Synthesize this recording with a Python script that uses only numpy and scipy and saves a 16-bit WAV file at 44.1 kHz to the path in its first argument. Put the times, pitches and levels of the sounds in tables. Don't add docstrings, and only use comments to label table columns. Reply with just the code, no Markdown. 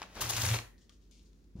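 import sys
import numpy as np
from scipy import signal
from scipy.fft import rfft, irfft, next_fast_len
from scipy.io import wavfile
from scipy.ndimage import uniform_filter1d, map_coordinates

SR = 44100
rng = np.random.default_rng(int(sys.argv[2]) if len(sys.argv) > 2 else 0)


def voltage_ratio(level):
    return 10 ** (np.asarray(level, float) / 20)


def materialize(psi):
    bounded = np.clip(np.atleast_2d(psi).T, -1, 1)
    quanta = np.round(bounded * 32767).astype(np.int16)
    wavfile.write(sys.argv[1], SR, quanta)


N = 70560
T = np.arange(N) / SR

# (frequency [Hz], density [dB per Hz])
ROOM_SPECTRUM = [(25, -20.5), (50, -7.5), (78, -9.5), (104, -19), (150, -16), (300, -18), (446, -25),
                 (633, -38.5), (4900, -48), (15600, -51.5)]
# (frequency [Hz], left-right likeness [0-1])
ROOM_LIKENESS = [(60, 0.81), (240, 0.87), (950, 0.035), (3770, 0.098), (15000, 0.03)]
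# (time [s], level [dB], brightness [dB])
DRAG_COURSE = [(0, -50, -8), (0.052, -55, -31), (0.088, -60.5, -15), (0.143, -56.5, -10.5),
               (0.169, -44, -16), (.2, -44.5, -10.5), (0.239, -41, 1), (0.279, -45, 3.5),
               (0.329, -46.5, 6.5), (0.448, -42.5, 9), (.52, -45.5, 1.5), (0.556, -38, 0.5),
               (.578, -46.5, -1), (0.611, -53, -5.5), (.68, -65.5, -29)]
# (centre [s], peak level [dB], length [s], push on the table [dB])
SLIP_EVENTS = [(0.155, -41.5, 0.004, -55), (.176, -51.5, 0.0074, -71), (0.189, -48, 0.0068, -64.5),
               (0.166, -45.5, 0.012, -66), (0.177, -52.5, 0.0084, -53), (0.1983, -50, 0.025, -54),
               (.216, -22, 0.03, -41), (0.2278, -28.5, 0.027, -67), (0.2385, -44, 0.016, -37.5),
               (0.256, -34.5, 0.0057, -44), (0.3, -22.5, 0.03, -45), (0.308, -23.5, 0.021, -74),
               (0.331, -36, 0.0073, -66), (0.337, -26.5, 0.015, -38.5), (0.3701, -24.5, 0.018, -71),
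               (0.38, -27.5, 0.01, -37.5), (0.399, -32.5, 0.018, -35), (0.413, -34, 0.0058, -53.5),
               (0.42, -21, 0.011, -38), (0.4334, -25.5, 0.0063, -32.5), (0.4426, -32, 0.0051, -42),
               (0.4563, -26.5, 0.018, -39.5), (0.466, -25, 0.0083, -44), (0.4761, -21, 0.002, -33.5),
               (0.489, -21.5, 0.0057, -31), (0.4956, -25, 0.023, -29.5), (0.5063, -26.5, 0.018, -31),
               (0.5143, -22.5, 0.0083, -28), (0.522, -26, 0.015, -45), (0.528, -37.5, 0.008, -46),
               (0.534, -25.5, 0.025, -49.5), (0.5443, -23, 0.019, -38.5), (0.559, -37.5, .01, -65),
               (0.567, -43, 0.008, -66)]
# (frequency [Hz], density [dB per Hz])
SILK_SPECTRUM = [(150, -1), (300, -24), (600, -9), (1000, -3), (2200, -1.5), (4500, -2.5), (7000, 1),
                 (15600, -6.5)]
# (frequency [Hz], density [dB per Hz])
CRACKLE_SPECTRUM = [(200, -21), (500, -6.5), (1130, 2), (2250, -8), (3000, -3), (5880, -0.5), (9000, 1.5),
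                    (13500, 0), (15600, -3)]
# (frequency [Hz], gain [dB])
LATE_DULLING = [(3000, 1), (7000, -8.5), (9000, -3), (15600, -7)]
# (frequency [Hz], left-right likeness [0-1])
RUSTLE_LIKENESS = [(100, 0.92), (600, 1), (1500, 0.68), (6000, 0.52), (14000, 0.67)]
# (time [s], peak level [dB], centre [Hz], decay [cycles])
TICK_EVENTS = [(0.0179, -25.5, 950, 3), (.0177, -33.5, 4400, 6), (.0292, -39, 6200, 15),
               (.025, -38.5, 2020, 9.9), (0.0216, -43, 1380, 7), (0.0234, -38, 1140, 2.4),
               (.029, -33.5, 2280, 11), (.0305, -41, 2000, 16), (0.037, -40.5, 1150, 5.3),
               (0.1556, -48, 1200, 5), (0.1704, -44, 650, 5), (0.1782, -41, 1000, 6), (.193, -47, 800, 5),
               (.1965, -41, 560, 18), (0.201, -44.5, 386, 12), (.209, -35, 1250, 6), (.257, -30.5, 1500, 6),
               (.302, -45.5, 363, 28), (0.2205, -27.5, 1050, 8), (0.7803, -56.5, 4200, 11),
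               (.8945, -47.5, 3570, 8.3), (.8946, -51, 4950, 5), (.8947, -52.5, 2300, 3),
               (.8947, -59, 6900, 6.7), (.9228, -58.5, 3030, 6.9), (.923, -60.5, 6500, 5),
               (1.194, -57, 3600, 9), (1.2305, -59, 7500, 5), (1.259, -63.5, 4800, 5),
               (1.331, -59, 3980, 5), (1.442, -60.5, 5000, 3.6)]
# (time [s], peak level [dB], centre [Hz], decay [cycles])
SNAP_EVENTS = [
    (.588, -29, 2250, 14),
    (.5878, -32, 4150, 18),
    (.588, -37, 6300, 12),
    (.591, -33, 1100, 7),
    (1.1115, -52, 6500, 9),
    (1.1117, -57, 3000, 4),
]
# (time [s], level
# [dB], rise [s], t60 [s], low edge [Hz])
BRUSH_EVENTS = [(0.02, -44, 0.008, 0.09, 490), (0.782, -71, 0.0049, 0.18, 3300),
                (0.807, -67, 0.0078, 0.24, 2840), (0.895, -69.5, 0.0015, 0.21, 1110),
                (1.0, -69.5, 0.034, 0.34, 2560), (1.112, -66, 0.0033, 0.53, 2160),
                (1.151, -61, 0.042, 0.19, 2660), (1.241, -75, 0.011, 0.36, 3280),
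                (1.33, -80.5, 0.02, 0.88, 3370), (1.555, -57, 0.01, 0.76, 299),
                (1.583, -62.5, 0.027, 0.4, 910), (.923, -70, 0.0038, 0.23, 2480),
                (1.255, -72, 0.0057, 0.17, 3800)]
# (frequency [Hz], density [dB per Hz])
BRUSH_SPECTRUM = [(300, 34.5), (2000, -4), (5000, -1.5), (7000, -2.5), (8500, -4.5), (11000, -16.5),
                  (15000, -25)]
# (time [s], level [dB], rise [s], t60 [s], centre [Hz], width [Hz])
THIN_RING = (.6, -64, .02, .65, 1880, 160)
# (centre [Hz], width [Hz], level [dB])
TABLE_MODES = [(87.7, 6.2, -0.5), (115.1, 8.9, 1.5), (188.7, 9.3, 5)]
# (time [s], level [dB], frequency [Hz], t60 [s])
KNOCK_EVENTS = [
    (.543, -36, 385, .06),
    (.542, -43, 550, .05),
    (.03, -61, 188, .5),
]
# (frequency [Hz], t60 [s])
WALL_T60 = [(200, 0.62), (1900, 0.28), (5000, 0.28), (14000, 0.37)]
# (frequency [Hz], gain [dB])
WALL_GAIN = [(200, -3), (1000, 1), (4000, 2.5), (14000, -1)]
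# (time [s], level [dB], softness [s])
HAND_EVENTS = [
    (1.5559, -46, 0.0014),
    (1.566, -56.5, 0.0017),
    (1.57, -59, 0.0039),
    (1.577, -57.5, 0.002),
    (1.582, -53, 0.0031),
    (1.586, -59, 0.0011),
    (1.595, -60, 0.0019),
    (1.59, -43.5, 0.003),
]
# (centre [Hz], width [Hz], level [dB])
PALM_MODES = [(57, 15, 9.5), (110.4, 25.5, 3), (187.7, 71, 8), (476, 430, 0), (690, 330, -12.5)]
# (frequency [Hz], phase by which left leads [rad])
PORT_LEAD = [(100, 0), (1800, -.5), (4100, -1), (5000, -1.8), (7000, -3), (11200, -4.1)]
# (frequency [Hz], left minus right [dB])
PORT_LEVEL = [(60, 1), (240, 0), (950, 2.0), (3770, 2.5), (15000, 4.5)]
# (frequency [Hz], gain [dB])
MIC_RESPONSE = [(22, -22.5), (45, 0), (6900, 2.5), (7500, -3.5), (15000, -1)]

ROOM_DB, MAINS_HZ, MAINS_DB = -58, 49, -59
SHAKE_DB, SHAKE_HZ = -10, 50.7
PUSH_DB, PUSH_S, PUSH_LAG_S = 19, 0.0018, -0.0045
CLUMP_DB, CLUMP_BINS, CLUMP_FRAMES = 3, 14, 2
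TICK_T60_S, TICK_CRACK_GAIN = 0.019, 0.34
TABLE_HZ, TABLE_WIDTH_HZ = 104, 60
ENDS_LEAD_SHARE = 0.3
WET_DB = -10
TOP_HZ = 15750


def unit(x):
    return x / np.sqrt(np.mean(x ** 2) + 1e-20)


def along(points, hz):
    f, v = np.transpose(points)
    return np.interp(np.log(hz + 1), np.log(f + 1), v)


def filtered(x, response):
    m = next_fast_len(N + SR // 2)
    return irfft(rfft(x, m) * response(np.fft.rfftfreq(m, 1 / SR)), m)[..., :N]


def modes(table):
    return lambda f: sum(voltage_ratio(db) * 1j * f * w / (c * c - f * f + 1j * f * w) for c, w, db in table)


def swell(s, rise_s, t60_s):
    u = np.maximum(T - s, 0)
    return (1 - np.exp(-u / rise_s)) * voltage_ratio(-60 * u / t60_s)


def ping(s, hz):
    return np.sin(2 * np.pi * hz * (T - s))


def grains(spectrum, spiky_db, alike):
    size = voltage_ratio(spiky_db * unit(uniform_filter1d(rng.standard_normal(N), size=12)))

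    def colour(hz):
        turn = np.arccos(np.clip(along(alike, hz), -1, 1)) / 2
        return voltage_ratio(along(spectrum, hz)) * (hz > 20) * np.array([np.cos(turn), np.sin(turn)])

    mid, side = filtered(size * rng.standard_normal((2, N)), colour)
    return unit(np.array([mid + side, mid - side]))


def clumped(x):
    z = signal.stft(x, nperseg=256)[2]
    field = uniform_filter1d(rng.standard_normal(z.shape[1:]), CLUMP_BINS, axis=0)
    field = uniform_filter1d(field, CLUMP_FRAMES, axis=1)
    return unit(signal.istft(z * voltage_ratio(CLUMP_DB * unit(field)), nperseg=256)[1][:, :N])


def room():
    drift_db = 0.5 * map_coordinates(rng.standard_normal(20), [T * 9])
    hum = voltage_ratio(MAINS_DB + drift_db) * np.sin(2 * np.pi * MAINS_HZ * T)
    return voltage_ratio(ROOM_DB - 6) * grains(ROOM_SPECTRUM, 1, ROOM_LIKENESS) + hum


def ribbon_drag():
    s, level_db, bright_db = np.transpose(DRAG_COURSE)
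    level = voltage_ratio(np.interp(T, np.r_[s, s[-1] + 0.08], np.r_[level_db, -110]))
    silk = voltage_ratio(np.interp(T, s, bright_db)) * clumped(grains(SILK_SPECTRUM, 3.1, RUSTLE_LIKENESS))
    dull = [(150, 1), (550, 2), (1300, -2), (3000, -5), (15000, -21)]  # (Hz, dB per Hz)
    cloth = 0.67 * grains(dull, 3.3, RUSTLE_LIKENESS)
    shake = unit(filtered(rng.standard_normal(N), modes([(SHAKE_HZ, 25, 0)])))
    return level * (silk + cloth + voltage_ratio(SHAKE_DB) * shake)


def ribbon_slips():
    puffs, push = np.zeros(N), np.zeros(N)
    for s, db, length_s, push_db in SLIP_EVENTS:
        puffs += voltage_ratio(db - 9) * np.cos(np.pi * np.clip((T - s) / length_s, -0.5, 0.5)) ** 2
        push += voltage_ratio(push_db + PUSH_DB) * np.exp(-((T - s - PUSH_LAG_S) / PUSH_S) ** 2)
    silk = clumped(grains(SILK_SPECTRUM, 3.3, RUSTLE_LIKENESS))
    late = np.clip((T - 0.47) / 0.027, 0, 1)
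    silk = (1 - late) * silk + late * filtered(silk, lambda hz: voltage_ratio(along(LATE_DULLING, hz)))
    early = np.clip((0.345 - T) / 0.045, 0, 1) * (T > 0.2)
    crackle = grains(CRACKLE_SPECTRUM, 1.3, RUSTLE_LIKENESS)
    return puffs * (early * crackle + (1 - early) * silk), push


def ticks():
    out = np.zeros((2, N))
    for s, db, hz, cycles in [*TICK_EVENTS, *SNAP_EVENTS]:
        out += voltage_ratio(db) * swell(s, 0.18 / hz, cycles / hz) * ping(s, hz)
        around = [(hz / 3, -20), (hz, 0), (2 * hz, -8), (4 * hz, -26), (9 * hz, -40)]
        crack = grains(around, 2, RUSTLE_LIKENESS)
        out += TICK_CRACK_GAIN * voltage_ratio(db) * swell(s, 0.0003, TICK_T60_S) * crack
    return out


def brushes():
    out = np.zeros((2, N))
    for s, db, rise_s, t60_s, hz in BRUSH_EVENTS:
        cut = [(hz * 0.93, -30), (hz, along(BRUSH_SPECTRUM, hz))] + [p for p in BRUSH_SPECTRUM if p[0] > hz]
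        out += voltage_ratio(db) * swell(s, rise_s, t60_s) * grains(cut, 2.5, RUSTLE_LIKENESS)
    return out


def table(push):
    radiation = modes([(TABLE_HZ, TABLE_WIDTH_HZ, 0)])
    out = filtered(push, lambda f: modes(TABLE_MODES)(f) * radiation(f) ** 2)
    for s, db, hz, t60_s in KNOCK_EVENTS:
        out += voltage_ratio(db) * swell(s, 0.0012, t60_s) * ping(s, hz)
    return out


def walls(x):
    hz, t, z = signal.stft(rng.standard_normal((2, SR // 2)), SR, nperseg=256)
    decay_db = along(WALL_GAIN, hz)[:, None] - 60 * t / along(WALL_T60, hz)[:, None]
    tail = signal.istft(z * voltage_ratio(decay_db), SR, nperseg=256)[1]
    delayed = np.pad(x, (400, 0))[None]
    return signal.fftconvolve(delayed, tail / np.linalg.norm(tail[0]), axes=1)[:, :N]


def thin_ring():
    s, db, rise_s, t60_s, hz, width_hz = THIN_RING
    return voltage_ratio(db) * swell(s, rise_s, t60_s) * unit(filtered(rng.standard_normal(N), modes([(hz, width_hz, 0)])))


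def hand():
    push = sum(voltage_ratio(db + 8.5) * np.exp(-((T - s) / soft_s) ** 2) for s, db, soft_s in HAND_EVENTS)
    return filtered(push, modes(PALM_MODES))


def at_ports(x, lead_share):
    def response(hz):
        return np.array([voltage_ratio(k * along(PORT_LEVEL, hz)) * np.exp(1j * k * lead_share * along(PORT_LEAD, hz))
                         for k in (0.5, -0.5)])
    return filtered(x, response)


def scene():
    slips, push = ribbon_slips()
    loose = ticks() + brushes() + thin_ring()
    loose = loose * voltage_ratio(np.outer([1, -1], np.clip(3.9 * (T - 0.6), 0, 1.6)))
    near = ribbon_drag() + slips + loose
    fallen = loose * (T > 0.7)
    direct = at_ports(near - fallen, 1) + at_ports(fallen, ENDS_LEAD_SHARE)
    low = (table(push) + hand()) * voltage_ratio([[0.3], [-0.3]])
    return direct + voltage_ratio(WET_DB) * walls(near[0]) + low + room()


def band_limit(x):
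    return signal.sosfilt(signal.butter(12, 15750, fs=SR, output="sos"), x)


def record(dry):
    mix = filtered(dry, lambda hz: voltage_ratio(along(MIC_RESPONSE, hz)) * (hz < TOP_HZ))
    return band_limit(mix)


dry = scene()
out = record(dry)
materialize(out)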